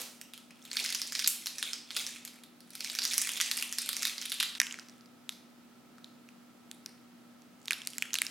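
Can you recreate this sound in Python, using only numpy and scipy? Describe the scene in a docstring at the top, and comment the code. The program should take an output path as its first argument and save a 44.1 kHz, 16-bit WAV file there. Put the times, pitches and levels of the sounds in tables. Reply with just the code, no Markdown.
"""Hands work a bar wrapped in stiff plastic film: panels of film ring briefly as their creases snap.
Many tiny snaps make the crackle, and low noise makes the rub of fingers. Echoes and a fading tail
of sparse taps make the hard kitchen around them; the fading rest of earlier sounds opens the scene.
A refrigerator hums in narrow bands over shaped ventilation noise and hiss.
A cut with a short dip in level joins a distant view to a nearer one with less room sound."""
import sys
import numpy as np
from scipy import signal
from scipy.io import wavfile
from scipy.ndimage import uniform_filter1d

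SR = 44100
rng = np.random.default_rng(int(sys.argv[2]) if len(sys.argv) > 2 else 0)


def output_pcm(signal):
    """Save a mono or channel-first signal as 16-bit PCM at the path in sys.argv[1].

    Samples are clipped to [-1, 1] before scaling.
    """
    pcm = np.clip(np.atleast_2d(signal).T, -1, 1) * 32767
    wavfile.write(sys.argv[1], SR, np.round(pcm).astype(np.int16))


def how_loud(loudness_db):
    """Turn decibels into a plain amplitude multiplier (0 dB gives 1, 20 dB gives 10)."""
    steps = np.asarray(loudness_db, float) / 20
    return 10 ** steps


N = 366030  # length [samples]
CUT_S = 4.586  # where the near view takes over from the far one [s]


def evened(x):
    """Scales the whole signal to an rms of 1."""
    return x / np.sqrt(np.mean(x ** 2) + 1e-20)


def unit(x):
    """Scales each row to an energy of 1."""
    return x / np.linalg.norm(x, axis=1, keepdims=True)


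def read(points, hz):
    """Reads a curve between its points on a log-frequency axis."""
    f, value = np.transpose(points)
    return np.interp(np.log(hz + 1), np.log(f + 1), value)


def opening_tail(low_db=-54, film_db=-42, t60=0.55):
    """Earlier sounds, a dull one and a crackle, are still dying in the room: fading noise in two bands."""
    noise = rng.standard_normal((2, 2, N))
    low_band = signal.butter(2, [330, 900], "band", fs=SR, output="sos")
    film_band = signal.butter(1, [2000, 8000], "band", fs=SR, output="sos")
    low = signal.sosfilt(low_band, noise[0])
    film = signal.sosfilt(film_band, noise[1])
    both = how_loud(low_db) * evened(low) + how_loud(film_db) * evened(film)
    fading = how_loud(-60 * np.arange(N) / SR / t60)
    return fading * (both + .5 * both[::-1])  # each side also hears half of the other


def hum_and_air(far_db=-1.5):
    """Ventilation noise and microphone hiss from random short-time spectra, and the refrigerator's bands."""
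    # colour of the air noise: (frequency [Hz], relative level per Hz [dB])
    air = [(15, -74), (25, -43.5), (70, -26), (184, -6.5), (242, -6), (284, -5.5), (415, -14.5), (772, -16),
           (1070, -20), (1330, -20), (1930, -22.5), (2270, -23), (4720, -27), (13900, -36), (15900, -35)]
    # how alike the air noise is left and right: (frequency [Hz], likeness [0 to 1])
    air_same = [(60, 0.38), (130, 0.27), (290, 0.56), (640, 0.44), (1410, 0.28), (3100, 0.39), (6820, 0.23),
                (15000, 0.88)]
    # refrigerator tones and whines: (frequency [Hz], width setting [Hz], rms before the far cut-back [dB])
    fridge = [(127.5, 2.4, -81), (240.4, 3.6, -61), (759, 2.5, -83.5), (1310, 124, -72.5),
              (11000, 150, -92.5), (14020, 30, -94)]
    frames = N // 1024 + 5
    hz = np.fft.rfftfreq(4096, 1 / SR)
    a, b, c, d = rng.standard_normal((frames, len(hz), 4)).T
    same = np.clip(read(air_same, hz), -1, 1)[:, None]
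    left = a + 1j * b
    right = same * left + np.sqrt(1 - same ** 2) * (c + 1j * d)
    spectra = np.array([left, right]) * how_loud(read(air, hz))[:, None]
    far = np.arange(frames) * 1024 / SR < CUT_S
    # the far view has less low noise; the hiss on top stays nearly the same
    spectra *= how_loud(far_db * far / (1 + (hz[:, None] / 1500) ** 2))
    out = how_loud(-60) * evened(signal.istft(spectra, nperseg=4096, noverlap=3072)[1][:, :N])
    t = np.arange(N) / SR
    for f, width, db in fridge:
        wobble = rng.standard_normal((N, 2)) @ [1, 1j]
        for _ in range(2):
            wobble = signal.lfilter([1], [1, -np.exp(-np.pi * width / SR)], wobble)
        steady = 5 * (width < 8)  # motor tones nearly hold their phase, whines are pure noise
        tone = evened(((steady + wobble / wobble.std()) * np.exp(2j * np.pi * f * t)).real)
        out += how_loud(db + far_db * (t < CUT_S)) * tone
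    return out


def snap_shapes(hz, burst_db, crack_db, haste=1):
    """A panel of film rings a few cycles under a wide burst; the crease itself cracks in the treble."""
    size = 300  # samples
    ring_cycles, rise_s, burst_s, crack_s = 1.86, 0.00019, 0.0016, 0.00013  # at haste 1
    t = np.arange(size) / SR
    age = t * haste  # more haste, quicker rise and decay
    noise = rng.standard_normal((len(hz), 2 * size + 1))
    hz = hz[:, None]
    wave = np.sin(2 * np.pi * hz * t + 3 * noise[:, :1])
    ring = wave * (1 - np.exp(-age / rise_s)) * np.exp(-age * hz / ring_cycles)
    burst_band = signal.butter(2, [1300, 6500], "band", fs=SR, output="sos")
    burst = signal.sosfilt(burst_band, noise[:, 1:size + 1] * np.exp(-age / burst_s))
    crack_band = signal.butter(2, [7000, 12500], "band", fs=SR, output="sos")
    crack = signal.sosfilt(crack_band, noise[:, size + 1:] * np.exp(-age / crack_s))
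    burst_gain, crack_gain = how_loud(np.minimum([burst_db, crack_db], 0))[:, :, None]
    # the ring takes the energy left, but never less than a floor
    ring_gain = np.sqrt(np.clip(1 - burst_gain ** 2 - crack_gain ** 2, .15, 1))
    whole = ring_gain * unit(ring) + burst_gain * unit(burst) + crack_gain * unit(crack)
    # a small panel radiates no bass
    whole = signal.sosfilt(signal.butter(3, 1200, "high", fs=SR, output="sos"), whole)
    return whole / abs(whole).max(1, keepdims=True)


def snaps(room_haste=2.0):
    """Creases pop over: one line goes straight to the microphones, a quicker-dying one feeds the room."""
    # single creases that stand out, from faint ticks to loud pops:
    # (time [s], peak level before panning [dB], ring [Hz], treble crack's share [dB])
    creases = [(.008,-33,7000,-1),(.016,-24.5,6640,-1.5),(0.2134,-30,8000,-5),(.336,-30.5,3440,-4),(0.3773,-35,3340,-3.5),(0.5072,-41,2340,-13),(0.652,-35,3930,-8),(.701,-46,3800,-15),(0.7146,-26.5,4440,-19),(0.731,-24.5,7060,-15),(0.769,-16.5,4560,-19),(.8084,-25,3680,-7),(.842,-20.5,5400,-9),(0.8607,-18.5,4830,-8.5),(.891,-24,5000,-18.5),(0.9036,-19.5,6370,-8.5),(0.9249,-18.5,3750,-3.5),(.948,-15,6170,-9),(1.017,-16,5180,-11.5),(1.1221,-24.5,5200,-7.5),(1.1518,-16,4850,-16.5),(1.193,-17,5450,-10.5),(1.2433,-19,4420,-15),(1.262,-20,4300,-20.5),(1.2752,-5,7800,-1),(1.4593,-20.5,5740,-8),(1.4694,-17,4200,-4.5),(1.5834,-21.5,5700,-10.5),(1.6269,-19,3600,-16),(1.7324,-18,5400,-17),(1.9055,-28,3650,-22),(1.9639,-26,3840,-15),(1.9658,-15.5,3700,-5),(2.0656,-20,5730,-11),(2.1606,-34,2640,-19),(2.2508,-24,7500,-3.5),(2.2764,-31,4000,-6),(2.436,-35,3850,-3),(2.6053,-40.5,4550,-5.5),(2.7045,-37,4240,-4),(2.753,-26,4240,-2.5),(2.8062,-22.5,4860,-8),(2.8457,-22,5440,-13),(2.8988,-23,4500,-8),(2.951,-21.5,5510,-9),(2.988,-16,4830,-10.5),(3.0188,-20,4640,-16),(3.0393,-19.5,6900,-6.5),(3.0309,-21,5350,-10),(3.052,-14,5560,-8),(3.1108,-23.5,3960,-12),(3.135,-14.5,5560,-6.5),(3.141,-17,8400,-3),(3.18,-7.5,6250,-2.5),(3.2164,-13,6500,-3.5),(3.2723,-21,2000,-6),(3.2913,-18.5,3200,-4.5),(3.3178,-21,3060,-1),(3.372,-23,3500,-6.5),(3.4012,-16.5,2970,-10),(3.4124,-12,6300,-9.5),(3.5134,-13,4400,-6),(3.57,-16.5,8600,-3.5),(3.5871,-23,4520,-17),(3.612,-20,3500,-2),(3.625,-14.5,2640,-3),(3.7255,-19,6430,-7),(3.785,-16,4800,-6),(3.8182,-22,7150,-6),(3.8603,-23.5,4260,-1),(3.8904,-14.5,3850,-3.5),(3.9304,-21,4200,-5),(3.9666,-18.5,5540,-5),(4.0227,-20,7200,-10),(4.0304,-14,5860,-7),(4.0522,-15,4170,-8),(4.0711,-17.5,6050,-5.5),(4.181,-23.5,4430,-13),(4.215,-23.5,6240,-10),(4.2234,-24,3100,-7.5),(4.255,-21,3250,-4.5),(4.2975,-24,5400,-3),(4.319,-16.5,3830,-8),(4.3412,-27,8960,-18),(4.4007,-15,3670,-11.5),(4.4033,-16,3430,-7.5),(4.4278,-15.5,3500,-8),(4.5512,-28.5,3600,-27),(4.6007,-6.5,5900,-16),(4.6012,-12,1800,-15),(4.6158,-14,1820,-8),(4.6683,-22.5,2920,-13),(4.7104,-25.5,2930,-28),(4.7248,-22.5,6850,-23),(4.7421,-30,2220,-22),(4.7877,-31.5,1450,-28),(4.7962,-30,5160,-24.5),(4.8857,-38,5800,-8),(4.8966,-38,5500,-15),(5.0092,-43.5,4730,-15),(5.059,-45,4970,-15),(5.2924,-16.5,3590,-5.5),(5.9825,-44.5,1330,-32),(6.044,-32,3850,-24),(6.2886,-41.5,2580,-29),(6.714,-25,3540,-3),(6.8607,-22.5,5340,-7.5),(7.4202,-45,6070,-16),(7.6566,-30.5,5600,-4.5),(7.6763,-34,6800,-10),(7.6817,-17.5,3740,-16.5),(7.708,-11.5,2470,-9),(7.7138,-22.5,2110,-27),(7.721,-19.5,1580,-7.5),(7.732,-17,3760,-8),(7.818,-28.5,3220,-23),(7.8729,-11.5,4500,-2.5),(7.9825,-14.5,7660,-6),(8.0233,-14.5,2450,-14),(8.106,-36,2710,-30),(8.1328,-15.5,6200,-11),(8.1417,-10.5,6600,-8),(8.1544,-16.5,2720,-10),(8.161,-20,3970,-10),(8.1865,-15.5,3420,-5.5),(8.2183,-7,2230,-3),(8.2667,-19.5,5040,-13)]
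    burst_share = .25  # of the energy that the crack leaves, before the change with strength
    s, db, hz, crack_db = np.transpose(creases)
    wait, strength, pitch = rng.random((len(s), 3)).T
    # in the hard wringing of the far view a pop sets off the next crease along
    chained = s < CUT_S
    next_s = s + .003 + .0032 * wait
    next_db = db - 9 + 6.5 * (2 * strength - 1)
    next_hz = hz * (.85 + .4 * pitch)
    s = np.r_[s, next_s[chained]]
    db = np.r_[db, next_db[chained]]
    hz = np.r_[hz, next_hz[chained]]
    crack_db = np.minimum(np.r_[crack_db, crack_db[chained]], -.5)
    burst_db = 10 * np.log10(burst_share * (1 - how_loud(2 * crack_db)))
    burst_db += -.01 * (db + 21)  # stronger pops ring a little more and burst less
    direct = snap_shapes(hz, burst_db, crack_db) * how_loud(db)[:, None]
    # the room gets the same energy from each pop
    energy_root = np.linalg.norm(direct, axis=1, keepdims=True)
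    spread = unit(snap_shapes(hz, burst_db, crack_db, room_haste)) * energy_root
    out = np.zeros((2, N + 400))
    for line, shapes in zip(out, (direct, spread)):
        np.add.at(line, np.round(s * SR).astype(int)[:, None] + np.arange(shapes.shape[1]), shapes)
    return out[:, :N]


def kitchen(x, echoes, tail_db, build_s, same=0.86):
    """Counter and wall echoes, then a tail of sparse taps, each band dying at its own speed."""
    # the room's tail: (frequency [Hz], time to fall 60 dB [s], relative level [dB])
    tail_bands = [(500, 1, 2), (1520, 0.58, -2.5), (4000, 0.5, 2), (9070, 0.43, -1), (15230, 0.36, -2)]
    # the side the tail leans to: (frequency [Hz], left minus right [dB])
    lean = [(600, 3.5), (1200, 5.5), (4000, 1), (9000, 0.6)]
    taps = np.zeros((2, SR // 2))
    # one tap at a random place in every 20 samples
    at = np.arange(200, SR // 2 - 20, 20) + rng.integers(0, 20, (2, (SR // 2 - 201) // 20))
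    np.put_along_axis(taps, at, rng.choice([-1., 1.], at.shape), 1)
    hz, t, z = signal.stft(taps, SR, nperseg=256)
    z[1] = same * z[0] + np.sqrt(1 - same ** 2) * z[1]  # the two sides are partly alike
    z *= how_loud(read(lean, hz)[:, None] * np.reshape([.5, -.5], (2, 1, 1)))
    t60, colour_db = (read(np.take(tail_bands, [0, k], axis=1), hz)[:, None] for k in (1, 2))
    shape = how_loud(colour_db - 60 * t / t60) * (1 - np.exp(-t / build_s))
    tail = signal.istft(z * shape, SR, nperseg=256)[1]
    tail = how_loud(tail_db) * tail / np.linalg.norm(tail[0])
    for s, db in echoes:
        # cluttered surfaces smear each echo, the later ones more
        smear = rng.standard_normal(size=200) * np.exp(-np.arange(200) / (0.034 * s * SR + 3))
        first = round(s * SR * rng.uniform(1.0, 1.03))
        tail[:, first:first + len(smear)] += how_loud(db) * smear / np.linalg.norm(smear)
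    return signal.fftconvolve(x[None], tail, axes=1)[:, :N]


def varied_room(x, *room, turns_per_s=7.3, count=4):
    """Several random draws of the same room take turns, so no single tail colours the whole scene."""
    draw = (np.arange(N) / SR * turns_per_s).astype(int) % count
    return sum(kitchen(x * (draw == k), *room) for k in range(count))


def handling():
    """Gain of the fine work on the film, practically silent while it is held still."""
    # how hard the film is worked, one list per spell: (time [s], level [dB])
    spells = [
        [(.55, -64.5), (.7, -50.5), (.81, -31.5), (.95, -46.5), (1.2, -39.5), (1.45, -53.5), (1.7, -44),
         (1.85, -66), (1.98, -35.5), (2.2, -56.5), (2.4, -61)],
        [(2.66, -65.5), (2.81, -44), (3.18, -36.5), (3.45, -39), (3.75, -46), (4.05, -39.5), (4.35, -52.5),
         (4.63, -47), (4.8, -58), (5.02, -70)],
        [(7.6, -64), (7.8, -53), (7.94, -47), (8.1, -71), (8.3, -54)],
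    ]
    t = np.arange(N) / SR
    return sum(how_loud(np.interp(t, *np.transpose(rows), -150, -150)) for rows in spells)


def crackle(per_s=450, spread_db=6.0, count=24):
    """Many small creases pop at random, more loudly as the film is worked harder."""
    # colour of the crackle: (frequency [Hz], relative level per Hz [dB])
    film_colour = [(240, -58), (400, -9), (1140, -40.5), (1900, 2), (2660, -2.5), (3350, 0), (3850, -4.5),
                   (8850, -3.5), (13400, -16), (15900, -18)]
    shapes = snap_shapes(np.geomspace(1500, 8000, count), *np.full((2, count), -11.5))
    pops = rng.random(N) < per_s / SR
    size = how_loud(spread_db * np.minimum(rng.exponential(1, N), 3)) * pops
    which = rng.integers(0, count, N)
    grains = evened(sum(signal.oaconvolve(size * (which == k), shapes[k])[:N] for k in range(count)))
    # replace the grains' own colour by the film's
    hz, power = signal.welch(grains, SR, nperseg=128)
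    colour = how_loud(read(film_colour, hz)) / np.sqrt(power + 1e-9)
    grains = signal.oaconvolve(grains, signal.firwin2(129, hz, colour, fs=SR), "same")
    return how_loud(-6) * handling() * evened(grains)


def rubbing(db=-25):
    """Fingers sliding on the film: a soft, lumpy low rustle of noise that follows the handling."""
    noise = rng.standard_normal((3, N))
    lumps = how_loud(4.2 * evened(uniform_filter1d(noise[2], 900)))
    band = signal.butter(2, [330, 900], "band", fs=SR, output="sos")
    rustle = signal.sosfilt(band, noise[:2] + .6 * noise[1::-1])  # the two sides partly mixed
    return how_loud(db) * handling() * evened(lumps * rustle)


def scene():
    """Adds the sounds; the near view has less room on the film, more hum and the hand further right."""
    # early echoes in the far view: (time [s], level [dB])
    far_echoes = [(.001, -1.5), (.0055, -14.5), (.008, -15.5), (0.025, -16)]
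    # early echoes in the near view: (time [s], level [dB])
    near_echoes = [(.0078, -21), (.015, -24), (.030, -21), (.033, -22)]
    near = np.arange(N) / SR > CUT_S
    film, spread = snaps() + crackle()
    far_room = varied_room(spread * ~near, far_echoes, -1.6, 0.0021) * ~near
    near_room = varied_room(spread * near, near_echoes, -12.5, 0.017)
    # a small, fast random left-right balance widens the film sound
    sway_db, sway_s = .45, .01
    sway = evened(uniform_filter1d(rng.standard_normal(N), round(sway_s * SR)))
    pan_db = (np.where(near, -.2, .1) + sway_db * sway) * np.reshape([1, -1], (2, 1))
    return film * how_loud(pan_db) + far_room + near_room + rubbing() + opening_tail() + hum_and_air()


def low_pass(x):
    """Removes everything above the highest recorded frequency."""
    return signal.sosfilt(signal.butter(12, 16990, fs=SR, output="sos"), x)


def record(dry):
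    """The level dips fast at the cut and returns more slowly; then the microphones' colour and band limit."""
    # the two microphones differ: (frequency [Hz], left minus right [dB])
    mic_sides = [(125, -.5), (250, -0.8), (500, 1.5), (1000, 1), (2000, -0.9), (4000, -2.3), (8000, -2.5),
                 (12000, 0.1)]
    t = np.arange(N) / SR - CUT_S
    fade = np.clip(np.where(t < 0, -t / 0.002, t / 0.012), .4, 1)
    hz = np.linspace(0, SR / 2, num=513)
    below_limit = hz < 16400
    filters = [signal.firwin2(511, hz, how_loud(side * read(mic_sides, hz)) * below_limit, fs=SR)
               for side in (.5, -.5)]
    limited = signal.oaconvolve(dry * fade, filters, "same", axes=1)
    return low_pass(limited)


dry = scene()
out = record(dry)
output_pcm(out)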